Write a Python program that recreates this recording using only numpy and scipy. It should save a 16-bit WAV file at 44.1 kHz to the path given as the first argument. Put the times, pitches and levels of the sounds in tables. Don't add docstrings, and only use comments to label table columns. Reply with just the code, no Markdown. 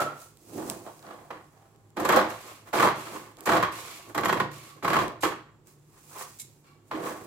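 import sys
import numpy as np
from scipy import signal
from scipy.fft import rfft, irfft, next_fast_len
from scipy.io import wavfile

SR = 44100
rng = np.random.default_rng(int(sys.argv[2]) if len(sys.argv) > 2 else 0)


def to_wav(sig):
    pcm = np.clip(np.atleast_2d(sig), -1, 1) * 32767
    pcm = np.round(pcm).astype(np.int16)
    wavfile.write(sys.argv[1], SR, pcm.T)


N = 320166
SIZE = next_fast_len(N + SR)
HZ = np.maximum(np.fft.rfftfreq(SIZE, 1 / SR), 1)
TIME_S = np.arange(N) / SR

# freq_hz, gain_db
HUM_SPECTRUM = [(12, -44), (20, -22), (53, -9.5), (130, -15), (204, -10), (367, -8), (624, -19.5),
                (802, -18.5), (1120, -22.5), (1480, -26.5), (2390, -31), (3070, -32.5), (16000, -55.5)]
# freq_hz, width_hz, gain_db
HUM_MODES = [(106.5, 14, 18.5), (147.7, 21, 17.5), (340, 60, 2), (7500, 1500, 17)]
# time_s, pitch_hz, level_db
TONE_PATH = [(1.549, 745, -69), (1.619, 790, -65), (1.749, 795, -74), (1.918, 800, -73)]
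# freq_hz, t60_s
ROOM_DECAY = [(80, 0.9), (250, 0.13), (1500, 0.39), (4000, 0.39), (12000, 0.18)]
# freq_hz, correlation
STEREO_LIKENESS = [(60, 0.91), (300, 0.9), (700, 0.74), (1200, 0.36), (2500, 0.041), (8000, 0.013)]
# freq_hz, gain_db
LEFT_RESPONSE = [(60, -3), (110, 0), (300, -5), (700, -1.5), (2000, -1.5), (3100, -3), (4300, 0),
                 (6800, -0.5), (7700, -4), (8900, -16), (12500, -5), (15500, -10)]

# time_s, level_db, dull_share
TICKS = [(0.204, -44, .2), (0.3721, -45.5, .2), (0.6995, -14, .03), (.9934, -45, .8), (1.027, -43, .4),
         (1.067, -41, .97), (1.761, -54, .3), (1.904, -54.5, .2), (3.370, -41, 0.2), (3.4075, -29, 0),
         (4.2113, -30, .2), (5.081, -29, 0.7), (5.672, -41, 0)]
# freq_hz, gain_db
TICK_SPECTRUM = [(600, -29.5), (2000, -7), (4000, -7.5), (6000, -3.5), (7600, 8), (9800, 2.5), (14000, 1),
                 (22000, -28)]
# freq_hz, gain_db
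PIVOT_SPECTRUM = [(500, -35.5), (1000, -1), (5000, -8), (9000, -24.5)]
# freq_hz, width_hz, gain_db
PIVOT_MODES = [(1130, 36, 22.5), (1352, 81, 14.5), (2300, 71, 15), (2756, 48, 15.5), (4290, 99, 13)]
# pitch_hz, level_db, t60_s
SNIP_PARTIALS = [(602, -22.5, 0.19), (1342, -24.5, 0.43)]
# start_s, level_db, t60_s
RASPS = [(5.205, -31, 0.079), (6.384, -33, 0.075), (6.395, -19, 0.038), (6.411, -19.5, 0.026)]
# freq_hz, width_hz, gain_db
RASP_MODES = [(2214, 150, 12), (3850, 270, 8.5), (7460, 730, 9), (8950, 310, 14), (11200, 570, 9.5),
              (13040, 400, 9)]
# freq_hz, gain_db
RUSTLE_SPECTRUM = [(900, -44), (1500, -19.5), (2500, -5), (2830, -8.5), (3260, -10), (5780, -5.5),
                   (8020, -0.5), (12500, -5.5), (16000, -4.5)]
# freq_hz, gain_db
HISS_SPECTRUM = [(1200, -40.5), (2200, -3.5), (3100, -8), (4200, -9.5), (5200, -12), (6300, -11),
                 (7600, -8), (10000, -11), (12000, -10), (16000, -19)]
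# freq_hz, gain_db
CRACK_SPECTRUM = [(600, -33.5), (2000, -10), (3300, -4.5), (6000, 0), (7600, 3.5), (9800, -1), (12000, -1),
                  (16000, -11.5)]
# freq_hz, width_hz, gain_db
BLADE_MODES = [(2300, 390, 12), (4200, 500, 1), (7340, 700, 3), (12000, 1300, 9)]

# start_s, level_db
BUMPS = [(0.005, -30), (2.78, -23), (3.499, -22), (3.56, -29), (4.3, -30), (5.79, -49), (6.415, -39)]
# freq_hz, gain_db
BUMP_SPECTRUM = [(40, -29.5), (90, -10), (150, 2), (220, -11.5), (500, -48.5)]
# freq_hz, gain_db
RUMBLE_SPECTRUM = [(25, -20), (60, -21), (110, -11.5), (200, -6.5), (330, 2.5), (480, -8.5), (800, -12),
                   (2000, -58)]
# freq_hz, width_hz, gain_db
BODY_MODES = [(112.9, 12, 12), (144.4, 5.2, 11), (336, 42, 2.5), (393, 56, 7), (514, 12, 6.5),
              (596, 12, 0.5), (773, 89, 0.5), (1102, 70, 3.5), (1360, 50, -0.5), (1842, 69, 2.5),
              (3220, 210, 6), (4030, 790, 4.5)]
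# freq_hz, gain_db
CRUNCH_SPECTRUM = [(150, -57.5), (350, -4.5), (600, -6), (1100, 3), (1500, -2), (2200, -7.5), (3500, -19.5),
                   (6000, -27), (12000, -33)]

# start_s, swell_s, fade_s, crunch_db, rustle_db, rumble_db, dull_share
SHIFTS = [(0.1, 0.12, 0.11, -53, -46.5, -70, 1), (0.319, 0.23, 1, -80, -48.5, -75, 0.8),
          (0.472, 0.11, 0.3, -43, -48.5, -34, 0.84), (0.56, 0.15, 0.087, -38.5, -42, -41, 0.9),
          (0.7, .1, 1, -61.5, -73, -75, .5), (0.798, 0.091, 0.047, -40, -82, -54, 1),
          (0.969, 0.12, 0.23, -41.5, -74, -50.5, 0.84), (1.3, 0.0041, 0.15, -42, -72.5, -45, 0.27),
          (1.5, 0.031, 0.55, -59.5, -69, -80, 0.55), (2.4, 0.071, 0.13, -44.5, -53, -57, 0.6),
          (2.63, 0.044, 0.14, -49, -54, -57, 0.2), (3.03, 0.12, 0.2, -43.5, -47, -43, 0.3),
          (3.36, 0.024, 0.28, -48.5, -62, -52, 0.7), (3.41, 0.029, 0.036, -49, -50.5, -54, 0.2),
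          (4.04, 0.055, 0.056, -48, -52, -43.5, 0.5), (4.74, 0.031, 0.041, -54.5, -99, -50, 0.04),
          (5.649, 0.03, 0.12, -64, -54, -60.5, 0.14), (5.89, 0.091, 0.11, -58.5, -62, -69, 0),
          (5.9, 0.29, 0.38, -78, -45.5, -73, .1), (6.08, 0.081, 0.15, -45, -61, -71, 0.4),
          (6.13, 0.092, 0.057, -40.5, -38.5, -75, 0.01), (6.83, 0.058, 0.046, -78, -61.5, -69, 0.5),
          (6.971, 0.098, 0.2, -35.5, -41.5, -65, 0.4), (7.1, 0.14, 0.55, -52, -55, -43, 0)]
# start_s, length_s, crunch_db, hiss_db, rumble_db, pivot_db
OPENINGS = [(2.278, 0.24, -51, -48, -59, -60), (2.949, 0.2, -42.5, -45.5, -48, -54),
            (3.712, 0.24, -47, -42, -54, -54), (4.506, 0.16, -53, -48.5, -57, -53.5),
            (6.635, 0.046, -66, -69, -74, -62)]
# start_s, length_s, bite_crunch_db, end_crunch_db, hiss_db, rumble_db, dull_share
CUTS = [(0.0, 0.021, -21.5, -27, -34.5, -37, 0.67), (1.963, 0.23, -37, -17, -45, -29.5, 0.69),
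        (2.728, 0.13, -24, -19.5, -35, -31.5, 0.51), (3.462, 0.11, -26.5, -18.5, -37.5, -30, 0.35),
        (4.148, 0.25, -36.5, -32, -50.5, -32, 0.96), (4.828, 0.21, -32.5, -27.5, -44, -33, 0.54),
        (5.222, 0.018, -43.5, -25, -28, -29, 0), (6.909, 0.18, -37, -43.5, -58, -37.5, 0.46)]
# time_s, crack_db, knock_db, knock_t60_s
JOLTS = [(0.017, -39, -27.5, 0.08), (0.8494, -58, -55, 0.091), (1.306, -65, -29.5, 0.051),
         (1.9693, -41.5, -28.5, 0.088), (2.0, -28.5, -23.5, 0.035), (2.0509, -22, -19, 0.051),
         (2.09, -18, -13.5, 0.15), (2.123, -21, -19, 0.15), (2.1616, -19, -17, 0.053),
         (2.3017, -32, -36, 0.082), (2.7356, -53, -19, 0.042), (2.798, -21.5, -23, 0.1),
         (2.8245, -25.5, -14, 0.087), (2.8721, -27.5, -15.5, 0.093), (3.386, -45, -44, 0.071),
         (3.458, -22, -28, 0.17), (3.469, -29.5, -21.5, 0.099), (3.491, -34, -15, 0.056),
         (3.519, -25, -15, .04), (3.534, -35, -19, .04), (3.552, -30.5, -28, .05),
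         (3.567, -35.5, -18.5, .04), (3.6267, -27, -13, 0.088), (4.096, -47, -42.5, 0.055),
         (4.1481, -29.5, -22, 0.093), (4.178, -25.5, -17.5, 0.081), (4.235, -42, -16.5, 0.063),
         (4.2494, -23.5, -33, 0.036), (4.2569, -28.5, -10.5, 0.03), (4.284, -27.5, -18.5, 0.075),
         (4.293, -36, -20, .1), (4.327, -26, -14.5, 0.055), (4.371, -37.5, -22, 0.041),
         (4.3999, -31.5, -13.5, 0.057), (4.826, -53, -27, 0.024), (4.846, -32.5, -18.5, 0.08),
         (4.8792, -27.5, -14, 0.034), (4.901, -29.5, -19, 0.053), (4.932, -26.5, -11.5, 0.042),
         (4.9406, -33, -18, 0.046), (4.955, -33.5, -16, 0.045), (4.9656, -36, -14, 0.045),
         (4.988, -32, -16, 0.056), (5.233, -38, -15, 0.086), (5.2504, -41.5, -18.5, 0.036),
         (6.9122, -48, -27, 0.051)]


def amp(db):
    return 10 ** (np.asarray(db) / 20)


def unit_rms(x):
    return x / np.sqrt(np.mean(x ** 2) + 1e-20)


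def at_hz(points, hz=HZ):
    freq_hz, values = np.transpose(points)
    return np.interp(np.log(hz), np.log(freq_hz), values)


def colour(x, spectrum, modes=(), pitch_ratio=1):
    slope_db = at_hz(np.array(spectrum) * [pitch_ratio, 1])
    peaks_db = sum(db / (1 + (2 * (HZ - hz) / width_hz) ** 2) for hz, width_hz, db in modes)
    cepstrum = irfft(np.log(unit_rms(amp(slope_db + peaks_db))), SIZE)
    cepstrum[1:SIZE // 2] *= 2
    cepstrum[SIZE // 2 + 1:] = 0
    return irfft(rfft(x, SIZE) * np.exp(rfft(cepstrum)), SIZE)[..., :N]


def flicker(rate_hz):
    pole = np.exp(-2 * np.pi * rate_hz / SR)
    drift = signal.lfilter([1], [1, -2 * pole, pole * pole], rng.standard_normal(N + SR))
    return unit_rms(drift[SR:])


def grains(rate_per_s, uneven_db, clump_db):
    sizes = amp(uneven_db * np.minimum(rng.exponential(1, (2, N)), 5))
    signs = rng.choice([-1, 1], (2, N))
    snaps = rng.random((2, N)) < rate_per_s / SR
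    return unit_rms(sizes * signs * snaps * amp(clump_db * flicker(40)))


def bursts(starts_s, levels_db, rise_s, t60_s):
    envelope, t = np.zeros(N), np.arange(SR // 4) / SR
    for start_s, db, decay_s in np.broadcast(starts_s, levels_db, t60_s):
        at = round(start_s * SR)
        envelope[at:at + len(t)] += amp(db - 60 * t / decay_s) * (1 - np.exp(-t / rise_s)) ** 2
    return envelope * rng.standard_normal((2, N))


def stereo_spectra(streams):
    mid, side = rfft(streams, SIZE)
    likeness = np.clip(at_hz(STEREO_LIKENESS), 0, 1)
    return (np.sqrt(1 + likeness) * mid + np.sqrt(1 - likeness) * side * [[1], [-1]]) / np.sqrt(2)


def spread(streams, left_lag_s):
    delay = np.exp(-2j * np.pi * HZ * left_lag_s * [[1], [0]])
    return irfft(stereo_spectra(streams) * delay, SIZE)[:, :N]


def hum(level_db=-59, flicker_db=0.78):
    noise = irfft(stereo_spectra(rng.standard_normal((2, SIZE))), SIZE)[:, :N]
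    return amp(level_db + flicker_db * flicker(17)) * colour(noise, HUM_SPECTRUM, HUM_MODES)


def faint_tone(ramp_s=0.013):
    times_s, pitch_hz, level_db = np.transpose(TONE_PATH)
    gate = np.clip(np.minimum(TIME_S - times_s[0], times_s[-1] - TIME_S) / ramp_s, 0, 1)
    phase = 2 * np.pi * np.cumsum(np.interp(TIME_S, times_s, pitch_hz)) / SR
    return np.sqrt(2) * gate * amp(np.interp(TIME_S, times_s, level_db)) * np.sin(phase)


def room_echoes(x, onset_s=0.0041):
    noise = stereo_spectra(rng.standard_normal((2, SIZE)))
    t, tail = np.arange(SR) / SR, 0
    for hz in 40 * 2. ** np.arange(9):
        band = np.clip(1 - np.abs(np.log2(HZ / hz)), 0, 1)
        t60_s = at_hz(ROOM_DECAY, hz)
        decay = amp(-60 * t / t60_s) / np.sqrt(t60_s * SR / np.log(1e6))
        tail = tail + irfft(noise * band, SIZE)[:, :SR] * decay
    tail = tail * np.clip(t / onset_s, 0, 1)
    return irfft(rfft(x, SIZE) * rfft(tail, SIZE), SIZE)[:, :N]


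def stroke_db(start_s, rise_s, end_db, hold_s, swell_db, fade_db_per_s):
    t = TIME_S - start_s - rise_s
    held_db = end_db + swell_db * (np.clip(t / hold_s, 0, 1) - 1)
    return held_db + 20 * np.minimum(t / rise_s, 0) - fade_db_per_s * np.maximum(t - hold_s, 0)


def opening_db(start_s, length_s, level_db, sag_db_per_s=13.5):
    sag_db = sag_db_per_s * length_s
    return stroke_db(start_s, 0.011, level_db - sag_db, length_s, -sag_db, fade_db_per_s=109.5)


def cut_db(start_s, length_s, bite_db, end_db, hiss_db, rumble_db, bite_s=0.0031, release_s=0.016):
    swell_db = end_db - bite_db
    release_db = 6.5 * np.clip((TIME_S - start_s - length_s) / release_s, 0, 1)
    crunch = stroke_db(start_s, bite_s, end_db, length_s, swell_db, fade_db_per_s=133)
    hiss = stroke_db(start_s, bite_s, hiss_db, length_s, 0.2 * swell_db, fade_db_per_s=243)
    rumble = stroke_db(start_s, 0.015, rumble_db, length_s, 0.23 * swell_db, fade_db_per_s=163.5)
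    return [crunch - release_db, hiss - release_db, rumble]


def gesture_powers(levels_db, dull_share, on_blades):
    crunch, slide, rumble = amp(np.maximum(levels_db, -200)) ** 2
    hiss, rustle = on_blades * slide, (not on_blades) * slide
    return np.array([(1 - dull_share) * crunch, dull_share * crunch, hiss, rustle, rumble])


def gesture_levels_db(stick_db=3.5, stick_s=0.021):
    power = 1e-20
    for *cut, dull_share in CUTS:
        power += gesture_powers(cut_db(*cut), dull_share, on_blades=True)
    for start_s, length_s, *levels_db, _ in OPENINGS:
        curves_db = opening_db(start_s, length_s, np.c_[levels_db])
        power += gesture_powers(curves_db, dull_share=0.14, on_blades=True)
    for start_s, swell_s, fade_s, *levels_db, dull_share in SHIFTS:
        curves_db = stroke_db(start_s, swell_s, np.c_[levels_db], 1 / SR, 0, 20 / fade_s)
        power += gesture_powers(curves_db, dull_share, on_blades=False)
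    stuck = sum(np.clip(1 - (at_s - TIME_S) / stick_s, 0, 1) * (TIME_S < at_s) for at_s, *_ in JOLTS)
    return 10 * np.log10(power) - stick_db * stuck * [[1], [1], [1], [0], [0]]


def ticks(dull_ratio=0.42):
    times_s, level_db, dull_share = np.transpose(TICKS)
    dull_share = np.clip(dull_share, 0.001, 0.999)
    out = 0
    for share, ratio in ((1 - dull_share, 1), (dull_share, dull_ratio)):
        share_db = level_db + 10 * np.log10(share)
        spray = bursts(times_s, share_db + 8, rise_s=0.0001, t60_s=0.0025)
        spray[0, np.round(times_s * SR).astype(int)] += amp(share_db + 8.5)
        out = out + colour(spray, TICK_SPECTRUM, pitch_ratio=ratio)
    return out


def snip_ring():
    ring = sum(amp(db - 60 * TIME_S / t60_s) * flicker(54) * np.sin(2 * np.pi * hz * TIME_S)
               for hz, db, t60_s in SNIP_PARTIALS)
    return ring * [[1], [0]]


def pivot_ring():
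    gain = sum(amp(opening_db(start_s, length_s, db)) for start_s, length_s, *_, db in OPENINGS)
    friction = gain * grains(rate_per_s=3500, uneven_db=2, clump_db=3.5)
    return colour(friction, PIVOT_SPECTRUM, PIVOT_MODES)


def edge_friction(hiss_db, rustle_db, crack_lead_s=0.0032):
    rub = amp(hiss_db) * grains(rate_per_s=9200, uneven_db=1.5, clump_db=1.2)
    rustle = amp(rustle_db) * grains(rate_per_s=14000, uneven_db=4.5, clump_db=0.8)
    jolt_s, crack_db, *_ = np.transpose(JOLTS)
    cracks = bursts(jolt_s - crack_lead_s, crack_db, rise_s=0.0024, t60_s=0.039)
    rasp_s, rasp_db, rasp_t60_s = np.transpose(RASPS)
    rasps = bursts(rasp_s, rasp_db, rise_s=0.0055, t60_s=rasp_t60_s)
    return (colour(rub, HISS_SPECTRUM) + colour(rustle, RUSTLE_SPECTRUM)
            + colour(cracks, CRACK_SPECTRUM, BLADE_MODES) + colour(rasps, CRACK_SPECTRUM, RASP_MODES))


def table_top(rumble_db, thud_gain_db=-14):
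    weight = amp(rumble_db) * grains(rate_per_s=3000, uneven_db=-0.7, clump_db=1)
    jolt_s, _, knock_db, _ = np.transpose(JOLTS)
    thuds = bursts(jolt_s, knock_db + thud_gain_db, rise_s=0.0056, t60_s=0.092)
    bumps = bursts(*np.transpose(BUMPS), rise_s=0.014, t60_s=0.16) * [[1], [0.3]]
    return (colour(weight, RUMBLE_SPECTRUM, BODY_MODES)
            + colour(thuds, RUMBLE_SPECTRUM, BODY_MODES, pitch_ratio=0.52)
            + colour(bumps, BUMP_SPECTRUM, BODY_MODES))


def jolt_knocks(snaps_per_s=4000, click_gain_db=12, side_gain=0.78):
    jolt_s, _, knock_db, t60_s = np.transpose(JOLTS)
    snaps = unit_rms(rng.random(N) < snaps_per_s / SR)
    knocks = snaps * bursts(jolt_s, knock_db, rise_s=0.00092, t60_s=t60_s) * [[1], [side_gain]]
    knocks[0, np.round(jolt_s * SR).astype(int)] += amp(knock_db + click_gain_db)
    return knocks


def paper_crunch(clear_db, dull_db):
    clear = amp(clear_db) * grains(rate_per_s=2500, uneven_db=2.5, clump_db=3) + jolt_knocks()
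    dull = amp(dull_db) * grains(rate_per_s=5000, uneven_db=2, clump_db=3.5)
    return (colour(clear, CRUNCH_SPECTRUM, BODY_MODES)
            + colour(dull, CRUNCH_SPECTRUM, BODY_MODES, pitch_ratio=0.61))


def scene():
    clear_db, dull_db, hiss_db, rustle_db, rumble_db = gesture_levels_db()
    wood = paper_crunch(clear_db, dull_db) + table_top(rumble_db) + snip_ring()
    steel = edge_friction(hiss_db, rustle_db) + pivot_ring()
    contacts = ticks()
    echoes = room_echoes(amp(-4) * wood[0] + amp(-4.5) * steel[0] + amp(-13) * contacts[0])
    return spread(wood + steel + contacts, left_lag_s=0.00007) + echoes + hum() + faint_tone()


def record(dry, hiss_db=-78.5, cutoff_hz=16600):
    left = irfft(rfft(dry[0], SIZE) * amp(at_hz(LEFT_RESPONSE)), SIZE)[:N]
    channels = np.array([left, dry[1]]) + amp(hiss_db) * rng.standard_normal((2, N))
    return signal.sosfilt(signal.cheby2(16, 70, cutoff_hz, fs=SR, output="sos"), channels)


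dry = scene()
out = record(dry)
to_wav(out)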